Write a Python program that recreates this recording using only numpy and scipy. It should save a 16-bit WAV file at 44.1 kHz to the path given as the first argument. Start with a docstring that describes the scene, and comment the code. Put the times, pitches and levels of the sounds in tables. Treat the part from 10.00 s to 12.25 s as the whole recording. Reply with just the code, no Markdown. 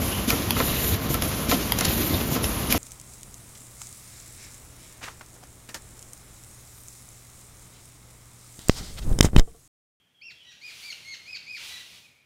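"""Bird chirping in a yard

A bird gives eight arched chirps, about five a second, echoed by walls and trees. Each is a harmonic
tone shaped by throat and beak, ending in a downward flick and a rough snap. Dry leaves swish in swells
of tiny contacts, small birds whistle far off, and a light wind rumbles underneath."""
import sys
import numpy as np
from scipy import signal
from scipy.fft import rfft, irfft
from scipy.io import wavfile
from scipy.ndimage import uniform_filter1d

SR = 44100
rng = np.random.default_rng(int(sys.argv[2]) if len(sys.argv) > 2 else 0)


def inscribe(sig):
    """Save sig as 16-bit PCM at rate SR to the path in sys.argv[1].

    A 1-D sig is mono; a 2-D sig holds one channel per row.
    Samples are clipped to [-1, 1] before scaling.
    """
    pcm = np.round(np.clip(np.atleast_2d(sig).T, -1, 1) * 32767)
    wavfile.write(sys.argv[1], SR, pcm.astype(np.int16))


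N = 99225


def chirp(start_s, arch_s, top_hz, top_share, db, second_db, upper_db, snap_db):
    """A swelling pitch arch, filtered by throat and beak, breaks into a falling flick and a snap."""
    # Each row: frequency in Hz, gain of throat and beak in dB.
    throat = [(1200, -22), (1600, -18), (2000, -5.5), (2400, 0.5), (2900, 1.5), (3500, -7), (3950, -2.5),
              (4300, -2), (5100, -8.5), (5600, -8.5), (6300, -11), (7200, -21.5), (7800, -26), (8500, -36),
              (10300, -32), (14000, -39)]
    # Each row: frequency in Hz, relative noise density in dB.
    snap_spectrum = [(900, -49), (1500, -5.5), (2100, -8), (2700, 6), (3400, -5), (4300, 0.5),
                     (5500, -16.5), (7000, -7), (8500, -27), (15000, -27)]
    attack_s, onset_db, shimmer_db = .033, -9.5, 2.74
    flick_s, flick_end_hz = .018, 1281.4
    jitter, rasp, hoarse_rad = .0062, .084, .38
    snap_delay_s, snap_width_s = .0098, .0105
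    t = np.arange(N) / SR - start_s
    u = np.clip(t / arch_s, 0, 1)
    rising = np.clip(1 - u / top_share, 0, 1)
    falling = np.clip((u - top_share) / (1 - top_share), 0, 1)
    span_hz = top_hz - min(2000, .94 * top_hz)
    arch_hz = top_hz - span_hz * (rising ** 2.6 + .7 * falling ** 2.5)
    flick = np.clip((t - arch_s) / flick_s, 0, 1)
    waver = 1 + jitter * walk(258) + rasp * flick * walk(1400)
    hz = arch_hz * (flick_end_hz / arch_hz) ** flick * waver
    gate = np.clip(t / .0053, 0, 1) * np.clip((arch_s + flick_s - t) / .0033 + 1, 0, 1)
    swell_db = onset_db * (1 - np.clip(t / attack_s, 0, 1))
    effort = gate * undb(db + swell_db + shimmer_db * walk(174))
    on = gate > 0
    phase = 2 * np.pi * np.cumsum(hz[on]) / SR
    voice = np.zeros(N)
    voice[on] = np.sin(phase) * response(throat, hz[on])
    for k in range(2, 6):
        # Overtones shimmer, and fade in the flick.
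        gain = undb((second_db if k == 2 else upper_db) + 3 * walk(270) - 6 * np.sqrt(flick))
        overtone = np.sin(k * phase + hoarse_rad * walk(900)[on])
        voice[on] += overtone * response(throat, k * hz[on]) * gain[on]
    burst = undb(db + snap_db - 3.5) * np.exp(-((t - arch_s - snap_delay_s) / snap_width_s) ** 2)
    return voice * effort + burst * colour(grains(depth_db=4, rate_hz=2200), snap_spectrum)


def near_bird():
    """Chirps heard directly, scattered by ground and foliage, and echoed by the yard."""
    # Each row: start in seconds, arch length in seconds, top pitch in Hz, place of the top from 0 to 1,
    # base level in dB, then offsets in dB for second harmonic, higher harmonics, snap and echo.
    chirps = [(0.211, 0.095, 2755, .42, -41.5, -1.5, -13, -5, -4),
              (0.437, 0.076, 1945, 0.36, -51, 0, -1, 4.5, 3.5),
              (0.611, 0.091, 2456, .54, -40.5, -.5, -3, -11, 0),
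              (0.823, 0.089, 2357, 0.46, -38.5, .5, 1, -9, -1.5),
              (1.042, 0.097, 2180, 0.49, -37.5, -3, -2, -3, -1),
              (1.253, 0.104, 2545, .56, -39, -1, -1.5, -3.5, .5),
              (1.459, 0.107, 2495, .52, -37.5, -3.5, -4.5, -8.5, 1),
              (1.685, 0.086, 1990, .35, -42, -1.5, -5, -2, 3)]
    # Each row: delay from a nearby surface in seconds, gain in dB.
    reflections = [(.016, -18), (.031, -13), (.052, -13), (.078, -18.5)]
    t = np.arange(N) / SR
    calls = [chirp(*row[:-1]) for row in chirps]
    direct = sum(calls)
    sent = sum(call * undb(row[-1]) for call, row in zip(calls, chirps))
    echoes = sum(undb(db) * np.interp(t - delay_s, t, sent, left=0) for delay_s, db in reflections)
    bright = equalise(direct, [(2800, 0), (4500, 7.5)])  # foliage scatters overtones more
    ground = undb(-10.5) * scatter(bright, t60_s=.14, build_s=.0037)
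    yard = undb(-7) * scatter(sent, t60_s=.69, build_s=.013)
    return undb(-1.5) * direct + ground + echoes + yard


def leaves():
    """Dense tiny contacts of dry leaves: swishes with a finer hiss on top."""
    # Each row: peak time in seconds, level in dB, rise in seconds, fade in dB per second.
    swishes = [(0.36, -62, 0.07, -4), (0.72, -48.5, 0.11, 18), (0.84, -49, .12, 40),
               (1.637, -40.5, 0.076, 48), (1.72, -48, 0.11, 79), (1.959, -50, 0.049, 63)]
    # Each row of both: frequency in Hz, relative noise density in dB.
    body_spectrum = [(150, -20), (500, -18), (1000, -15), (1800, -11), (2400, -2), (3300, -1.5), (4300, -5),
                     (5500, -10.5), (7500, -16.5), (15000, -36)]
    hiss_spectrum = [(1500, -21), (3500, 0), (5500, 0.5), (8000, -4.5), (10500, -4.5), (13000, -11),
                     (15500, -10)]
    # Each row: time in seconds, level in dB.
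    hiss_levels = [(0, -79.5), (0.2, -78.5), (0.34, -69.5), (0.59, -71), (0.69, -55.5), (0.84, -49.5),
                   (1.0, -57), (1.2, -62), (1.48, -68), (1.57, -54.5), (1.68, -45), (1.86, -55),
                   (1.98, -56.5), (2.12, -67.5), (2.25, -76.5)]
    t = np.arange(N) / SR
    power = 0
    for peak_s, db, rise_s, fade_db_per_s in swishes:
        rise_db = -20 * np.clip((peak_s - t) / rise_s, 0, 10) ** 2
        power += undb(db + rise_db - fade_db_per_s * np.maximum(t - peak_s, 0)) ** 2
    settle = curve([(1.95, -1.5), (2.25, -21)])
    body = colour(grains(depth_db=1, rate_hz=1200), body_spectrum)
    hiss = colour(grains(depth_db=.5, rate_hz=1200), hiss_spectrum)
    return np.sqrt(power) * settle * body + curve(hiss_levels) * hiss


def far_birds():
    """Thin wavering whistles with a strong diffuse echo."""
    # Each row: start in seconds, length in seconds, first and last pitch in Hz, base level in dB.
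    whistles = [(-0.08, 0.15, 3280, 3165, -69), (0.14, 0.11, 3330, 3080, -63),
                (0.34, 0.10, 3256, 3313, -56.5), (0.386, 0.12, 3026, 3020, -56.5),
                (2.021, 0.08, 2560, 2315, -58.5), (2.099, 0.13, 2143, 2400, -67)]
    t = np.arange(N) / SR
    direct = 0
    for start_s, length_s, first_hz, last_hz, db in whistles:
        u = np.clip((t - start_s) / length_s, 0, 1)
        hz = (first_hz + (last_hz - first_hz) * u) * (1 + .0281 * walk(340))
        envelope = undb(db) * np.sqrt(4 * u * (1 - u))
        direct += envelope * np.sin(2 * np.pi * np.cumsum(hz) / SR)
    return undb(1) * direct + undb(2) * scatter(direct, t60_s=.81, build_s=.006)


def wind():
    """Soft gusting rumble over steady outdoor air."""
    # Each row: time in seconds, level in dB.
    gust_levels = [(0, -77.5), (0.2, -76), (0.3, -65), (0.42, -68), (0.55, -67.5), (0.9, -63.5),
                   (1.35, -64), (1.8, -63.5), (2.02, -65.5), (2.25, -73.5)]
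    # Each row of both: frequency in Hz, relative noise density in dB.
    wind_spectrum = [(25, -33), (45, -15), (70, 0), (115, 3), (170, -1), (300, -6.5), (600, -8),
                     (1200, -13), (2000, -13), (4000, -29)]
    air_spectrum = [(88, -34), (150, -2), (450, -11), (1050, -14), (1510, -8), (2230, -7), (3270, -2.5),
                    (3970, -22.5), (15000, -23.5)]
    flutter_db, air_db = 1.2, -72.5
    strength = curve(gust_levels) * undb(flutter_db * walk(20))
    rumble = strength * colour(rng.standard_normal(N), wind_spectrum)
    return rumble + undb(air_db) * colour(rng.standard_normal(N), air_spectrum)


def scatter(x, t60_s, build_s):
    """Diffuse echo from trees and walls that builds up and dies away."""
    t = np.arange(N) / SR
    build = (1 - np.exp(-t / build_s)) ** 2
    tail = rng.standard_normal(N) * np.exp(-np.log(1000) * t / t60_s) * build
    return signal.fftconvolve(x, tail / np.linalg.norm(tail))[:N]


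def undb(db):
    """Decibels to gain."""
    return 10 ** (np.asarray(db) / 20)


def curve(points):
    """Gain over time from (s, dB) points."""
    return undb(np.interp(np.arange(N) / SR, *np.array(points).T))


def response(points, hz):
    """Gain at given frequencies from (Hz, dB) points."""
    point_hz, db = np.array(points).T
    return undb(np.interp(np.log(np.maximum(hz, 1)), np.log(point_hz), db))


def equalise(x, points):
    """Filter by (Hz, dB) points."""
    return irfft(rfft(x) * response(points, np.arange(N // 2 + 1) * SR / N), N)


def colour(x, points):
    """Equalise and scale to rms 1."""
    y = equalise(x, points)
    return y / y.std()


def walk(rate_hz):
    """Smooth random motion with standard deviation 1."""
    width = max(int(SR / rate_hz), 1)
    y = uniform_filter1d(uniform_filter1d(rng.standard_normal(N), width), width)
    return y / y.std()


def grains(depth_db, rate_hz):
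    """Noise with a flickering level."""
    return rng.standard_normal(N) * undb(depth_db * walk(rate_hz))


def scene():
    """All sources at one microphone."""
    return (near_bird() + far_birds() + leaves() + wind())[None]


def record(dry):
    """Steep low-pass on the top treble."""
    cutoff_hz = 15550
    return signal.sosfilt(signal.ellip(10, .2, 70, cutoff_hz, fs=SR, output="sos"), dry)


dry = scene()
out = record(dry)
inscribe(out)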